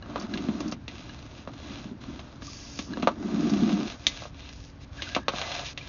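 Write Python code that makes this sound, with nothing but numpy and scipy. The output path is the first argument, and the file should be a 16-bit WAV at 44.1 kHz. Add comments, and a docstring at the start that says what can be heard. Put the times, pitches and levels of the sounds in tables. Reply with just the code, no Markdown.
"""Feeding a sewer camera cable

A stiff push cable is shoved by hand into a pipe, outdoors. Friction makes it rasp over the rim,
hiss through the hand and set its reel thrumming; now and then it knocks on the frame, snaps
against the steel cage or squeaks. Rumble and faint machine hum lie below; the top is cut near 7 kHz."""
import sys
import numpy as np
from scipy import signal
from scipy.fft import rfft, irfft
from scipy.io import wavfile
from scipy.ndimage import uniform_filter1d

SR = 44100
rng = np.random.default_rng(int(sys.argv[2]) if len(sys.argv) > 2 else 0)


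def inscribe(sig):
    """Save sig as 16-bit PCM at rate SR to the path in sys.argv[1].

    A 1-D sig is mono; a 2-D sig holds one channel per row.
    Samples are clipped to [-1, 1] before scaling.
    """
    pcm = np.round(np.clip(np.atleast_2d(sig).T, -1, 1) * 32767)
    wavfile.write(sys.argv[1], SR, pcm.astype(np.int16))


N = 259308

# mode tables: (frequency [Hz], relative level [dB], t60 [s])
REEL_MODES = [(203.8, 1.5, 0.059), (239.8, -4.5, 0.1), (280.5, -4, 0.065), (342, -12, 0.021)]  # reel, lowest first
FRAME_MODES = [(583, -3.5, 0.018), (710.6, -4.5, 0.04), (890, -9, 0.013), (1134, -4, 0.02),
               (1237, -5.5, 0.015), (1553, -12, 0.021)]  # frame panels
GUIDE_MODES = [(2390, -4, 0.0032), (2770, 0.5, 0.0095), (3240, -5, 0.0079), (3643, -2, 0.016),
               (3996, -2, 0.015)]  # cable and its guide
TOP_MODES = [(4580, -3, 0.022), (5100, -5.5, 0.008), (5634, -4.5, 0.011), (6270, -5.5, 0.012),
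             (6670, -9, 0.024)]  # highest modes: hard contacts, fast rubbing
ARM_MODES = [(1654, -0.5, 0.038), (2880, -11, 0.067), (4024, 2, 0.014)]  # steel guide arm
CAGE_MODES = [(2038, 2, 0.15), (2240, -10.5, 0.25), (3396, 0, 0.071), (3740, -10, 0.38), (4235, 1.5, 0.1),
              (4340, 1, 0.14), (5780, -5, 0.099)]  # steel reel cage, long ring


def sliding_cable():
    """Friction drives reel, frame, guide, cage and arm; some rubbing noise radiates directly."""
    thrum_gain, grind_gain, rasp_gain, hiss_gain = hand_feed()
    bumps = friction(slips_per_s=200, spread_db=3, smooth_db=-4)
    grit = friction(slips_per_s=600, spread_db=7, smooth_db=2.5)
    rubbing = from_db(-11) * rng.standard_normal(N)
    # only a firm push moves the whole reel in its lowest mode
    firmness = (thrum_gain / thrum_gain.max()) ** 0.42
    reel = resonate(bumps * firmness, REEL_MODES[:1]) - resonate(bumps, REEL_MODES[1:])
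    thrum = steadied(band(reel, 165, 490, order=2), span_s=0.095)
    # hard grinding rings the pipe mouth at about 700 Hz
    hollow = from_db(3) * resonate(grit * grind_gain / grind_gain.max(), FRAME_MODES[1:2])
    frame = resonate(grit, FRAME_MODES) - hollow  # minus: in phase with that mode
    grind = steadied(band(frame + rubbing, 330, 1750), span_s=0.072)
    guide_and_cage = resonate(grit, GUIDE_MODES) + from_db(-0.5) * resonate(grit, CAGE_MODES)
    arm = from_db(-4.5) * rms_one(resonate(grit, ARM_MODES))
    rasp = rms_one(band(guide_and_cage + rubbing, 1950, 4260)) + arm
    hiss = rms_one(band(resonate(grit, TOP_MODES) + rubbing, 3800, 7600))
    return (from_db(-2.5) * thrum_gain * thrum + from_db(-5.5) * grind_gain * grind
            + from_db(-0.5) * rasp_gain * rasp + from_db(-3) * hiss_gain * hiss)


def hand_feed():
    """Cable speed in each shove sets the gains of thrum, grind, rasp and hiss."""
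    # shoves: (start [s], speed-up [s], hold [s], slow-down [s], relative thrum, grind, rasp, hiss [dB])
    shoves = [(0.01, 0.22, 0.017, 0.03, -34, -37.5, -49, -54),
              (0.26, 0.061, 0.368, .05, -32, -41, -51.5, -53),
              (0.87, 0.07, 0.033, 0.58, -45.5, -47.5, -52, -54.5),
              (1.291, .09, 0.012, 0.068, -51.5, -53, -54, -56),
              (1.481, 0.24, 0.03, .19, -41.5, -44, -47.5, -51),
              (2.0, 0.016, 0.1, 0.39, -44, -47, -54.5, -57),
              (2.405, 0.052, 0.36, 0.099, -50.5, -52.5, -52.5, -44.5),
              (2.86, 0.055, 0.16, 0.11, -36, -44, -55, -55.5),
              (3.149, 0.34, .24, .16, -21, -35.5, -44.5, -45.5),
              (3.759, 0.12, 0.039, 0.059, -43, -41, -44.5, -47),
              (3.95, 0.17, .1, .09, -57, -46, -46.5, -47),
              (4.31, 0.14, 0.035, 0.056, -66.5, -50.5, -49, -53.5),
              (4.48, 0.052, .12, 0.09, -75, -79, -59, -55),
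              (4.79, 0.048, 0.0059, 0.0089, -64, -71, -54, -54),
              (4.91, 0.15, 0.031, 0.15, -47, -44.5, -45, -47),
              (5.301, 0.067, 0.24, 0.046, -51, -34, -39, -42),
              (5.629, 0.028, 0.016, 0.067, -57, -44, -38, -40),
              (5.76, 0.063, .04, 0.13, -60, -48.5, -48.5, -53.5)]
    # gain ~ speed ** exponent: (thrum, grind, rasp, hiss [-])
    speed_exponents = (0.74, 0.51, 0.89, 0.76)
    # floor from the creeping cable: (relative thrum, grind, rasp, hiss [dB])
    creep_db = (-57, -57.5, -76, -71)
    t = np.arange(N) / SR
    exponents = np.array(speed_exponents)[:, None]
    power = from_db(creep_db)[:, None] ** 2 * np.ones(N)
    for start_s, rise_s, hold_s, fall_s, *levels_db in shoves:
        corners_s = start_s + np.cumsum([0, rise_s, hold_s, fall_s])
        moving = (t > corners_s[0]) & (t < corners_s[-1])
        speed = np.interp(t[moving], corners_s, [0, 1, 1, 0])
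        power[:, moving] += (from_db(levels_db)[:, None] * speed ** exponents) ** 2
    return np.sqrt(power)


def friction(slips_per_s, spread_db, smooth_db):
    """Tiny uneven slips, in clumps, over smooth rubbing."""
    sizes = from_db(spread_db * np.minimum(rng.exponential(1, N), 4))
    signs = rng.choice([-1, 1], N)
    slipping = rng.random(N) < slips_per_s * from_db(3 * drift(45)) / SR
    return rms_one(sizes * signs * slipping) + from_db(smooth_db) * rng.standard_normal(N)


def strikes():
    """Cable strikes ring reel, frame, guide and cage; lurches only thump, grit only ticks."""
    # cable hits frame and guide: (time [s], reel thump [dB], frame knock [dB], guide clack [dB])
    hits = [(0.025, -60, -52, -64), (0.1587, -55, -30.5, -45), (0.3397, -34, -52, -41.5),
            (0.3743, -50, -47.5, -40), (0.486, -23, -40, -48), (0.6059, -54, -41, -46),
            (0.7231, -36.5, -39, -42.5), (0.88, -47.5, -50, -40), (1.4747, -40.5, -39, -53),
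            (2.193, -60, -48, -48.5), (2.4215, -41.5, -48.5, -51.5), (2.7905, -34, -41.5, -37.5),
            (2.972, -33, -37.5, -48), (3.0245, -60, -46.5, -40), (3.029, -26.5, -32, -43),
            (3.073, -30, -17.5, -32.5), (3.693, -42, -38, -41.5), (3.81, -45.5, -40, -47),
            (4.069, -41, -41, -41), (4.2215, -51.5, -43, -63), (4.254, -54, -43, -63),
            (5.021, -49, -45, -34), (5.1491, -45, -40, -28.5), (5.164, -31, -25.5, -38),
            (5.2824, -39.5, -25, -28.5), (5.3359, -38.5, -36, -61), (5.4154, -66.5, -35.5, -34.5),
            (5.7759, -56, -48.5, -37)]
    # reel lurches round: (time [s], level [dB])
    lurches = [(0.657, -27.5), (1.705, -42), (1.854, -38), (1.913, -35.5), (2.084, -34.5), (2.903, -34),
               (3.628, -18.5)]
    # grit cracks under the cable: (time [s], level [dB])
    grit_ticks = [(0.198, -46), (0.221, -50), (0.604, -46), (0.68, -48.5), (0.714, -47), (0.7223, -45.5),
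                  (2.789, -42.5), (3.5, -45.5)]
    out = np.zeros(N)
    for time_s, thump_db, knock_db, clack_db in hits:
        add(out, time_s, from_db(thump_db) * reel_thump())
        knock = blow(FRAME_MODES, 392, 1440, rattle_db=-2.5, rattle_t60_s=0.092)
        add(out, time_s, from_db(knock_db) * knock)
        clack = blow(GUIDE_MODES, 1730, 4150, rattle_db=0, rattle_t60_s=0.089)
        add(out, time_s, from_db(clack_db) * clack)
        add(out, time_s, from_db(clack_db - 11) * tick())
        add(out, time_s, from_db(clack_db - 15) * cage_ring())
    for time_s, level_db in lurches:
        add(out, time_s, from_db(level_db) * reel_thump())
    for time_s, level_db in grit_ticks:
        add(out, time_s, from_db(level_db) * tick())
    return out


def steel_contacts():
    """Hard snaps on the cage wire, light pings on the guide arm."""
    # sprung cable hits the cage: (time [s], level [dB])
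    snaps = [(4.0678, -19.5), (4.082, -35.5)]
    # cage wire: (frequency [Hz], relative level [dB], t60 [s])
    wire_modes = [(2340, -8, 0.038), (3280, -8, 0.028), (3670, 8, 0.0081), (4100, -17.5, .008),
                  (5550, -9.5, 0.0081), (6170, -9, 0.032)]
    # taps on the arm: (time [s], level [dB])
    pings = [(0.025, -48.5), (0.338, -39), (1.095, -48), (2.421, -50), (2.79, -46), (2.936, -41.5)]
    out = np.zeros(N)
    for time_s, level_db in snaps:
        snap = blow(wire_modes, 1840, 7500, rattle_db=-6.5, rattle_t60_s=0.098)
        add(out, time_s, from_db(level_db) * snap)
        add(out, time_s, from_db(level_db - 16) * cage_ring())
    for time_s, level_db in pings:
        add(out, time_s, from_db(level_db) * unit_onset(struck(ARM_MODES, scatter_db=2)))
    return out


def reel_thump():
    """A soft blow shakes the reel."""
    return blow(REEL_MODES, 185, 371, rattle_db=-3, rattle_t60_s=0.23)


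def tick():
    """A hard contact rings the highest modes."""
    return blow(TOP_MODES, 4400, 6600, rattle_db=0, rattle_t60_s=0.071)


def cage_ring():
    """The steel cage rings on after a blow."""
    return unit_onset(struck(CAGE_MODES, scatter_db=2))


def blow(modes, low_hz, high_hz, rattle_db, rattle_t60_s):
    """Modes ring at once; loose coils rattle, partly through the same modes."""
    t = np.arange(SR // 3) / SR
    envelope = (1 - np.exp(-t / 0.00027)) * np.exp(-np.log(1000) * t / rattle_t60_s)
    direct, drive = rng.standard_normal((2, len(t))) * envelope
    coils = rms_one(resonate(drive, modes)) + rms_one(band(direct, low_hz, high_hz))
    rattle = band(coils, low_hz, high_hz, order=2)
    tone = band(struck(modes, scatter_db=1.2), low_hz, high_hz, order=2)
    return unit_onset(rms_one(tone) + from_db(rattle_db) * rms_one(rattle))


def struck(modes, scatter_db):
    """Free decay after one contact; random mode strengths stand for the contact point."""
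    t = np.arange(SR // 3) / SR
    hz, level_db, t60_s = np.transpose(modes)[:, :, None]
    strength = from_db(level_db + scatter_db * rng.standard_normal(level_db.shape))
    decay = np.exp(-np.log(1000) * t / t60_s)
    return np.sum(strength * decay * np.sin(2 * np.pi * hz * t), axis=0)


def squeaks():
    """Stick-slip locks briefly onto one unsteady pitch."""
    # cable sticks: (centre time [s], length [s], pitch [Hz], level [dB])
    sticks = [(2.484, 0.018, 1235, -42.5), (4.996, 0.041, 1630, -41.5), (5.074, 0.026, 1650, -40),
              (5.129, 0.14, 1644, -47.5), (5.224, 0.15, 1660, -54.5), (5.815, 0.02, 2410, -41.5)]
    out = np.zeros(N)
    waver = 1 + 0.038 * drift(250)
    for centre_s, length_s, hz, level_db in sticks:
        size = int(length_s * SR)
        pitch_hz = hz * np.roll(waver, -int(centre_s * SR))[:size]
        tone = np.sqrt(2) * np.sin(2 * np.pi * np.cumsum(pitch_hz) / SR)
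        add(out, centre_s - length_s / 2, from_db(level_db) * np.hanning(size) * tone)
    return out


def outdoor_rumble():
    """Steady noise, strongest in the bass."""
    # outdoor air spectrum: (frequency [Hz], relative density [dB])
    spectrum = [(20, -19), (40, -2), (70, 3), (120, -1), (200, -8), (300, -16.5), (450, -19.5), (900, -24),
                (2000, -29), (4000, -34), (7000, -48)]
    hz, density_db = np.transpose(spectrum)
    bins_hz = np.maximum(np.arange(N // 2 + 1) * SR / N, 1)
    shape = from_db(np.interp(np.log(bins_hz), np.log(hz), density_db))
    return from_db(-46) * rms_one(irfft(rfft(rng.standard_normal(N)) * shape, N))


def machine_hum():
    """Faint machine tones wavering together in pitch."""
    # hum tones: (frequency [Hz], level [dB])
    tones = [(64.6, -57.5), (129.2, -57.5), (150.7, -60.5), (279.9, -58.5)]
    clock_s = np.cumsum(1 + 0.004 * drift(2.96)) / SR
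    return sum(np.sqrt(2) * from_db(level_db) * np.sin(2 * np.pi * (hz * clock_s + rng.random()))
               for hz, level_db in tones)


def resonate(x, modes):
    """Parallel resonators of alternating sign; t60 sets each width."""
    out = 0
    for k, (hz, level_db, t60_s) in enumerate(modes):
        radius = from_db(-60 / (t60_s * SR))
        b = np.array([1, 0, -1]) * (1 - radius ** 2) / 2
        a = [1, -2 * radius * np.cos(2 * np.pi * hz / SR), radius ** 2]
        out = out + (-1) ** k * from_db(level_db) * signal.lfilter(b, a, x + 1e-18)
    return out


def band(x, low_hz, high_hz, order=3):
    """Causal band-pass."""
    sos = signal.butter(order, [low_hz, high_hz], "band", fs=SR, output="sos")
    return signal.sosfilt(sos, x + 1e-18)


def drift(rate_hz):
    """Random wander at unit rms."""
    knots = rng.standard_normal(4096)
    return rms_one(np.interp(np.arange(N) / SR * rate_hz, np.arange(len(knots)), knots))


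def steadied(x, span_s):
    """Unit running rms; only the quick texture remains."""
    return x / np.sqrt(uniform_filter1d(x ** 2, int(span_s * SR)) + 1e-12)


def unit_onset(x):
    """Unit rms over the first 20 ms."""
    return x / np.sqrt(np.mean(x[:SR // 50] ** 2))


def rms_one(x):
    """Unit rms."""
    return x / np.sqrt(np.mean(x ** 2) + 1e-20)


def from_db(db):
    """Decibels to gain."""
    return 10 ** (np.asarray(db) / 20)


def add(out, time_s, sound):
    """Mix a sound in at time_s."""
    start = int(time_s * SR)
    out[start:start + len(sound)] += sound[:N - start]


def scene():
    """Cable and background, mono."""
    cable = sliding_cable() + strikes() + steel_contacts() + squeaks()
    return (cable + outdoor_rumble() + machine_hum())[None]


def record(dry):
    """The inspection unit's narrow-band microphone cuts the top steeply."""
    cutoff_hz = 6950
    return signal.sosfilt(signal.ellip(10, 0.3, 70, cutoff_hz, fs=SR, output="sos"), dry)


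dry = scene()
out = record(dry)
inscribe(out)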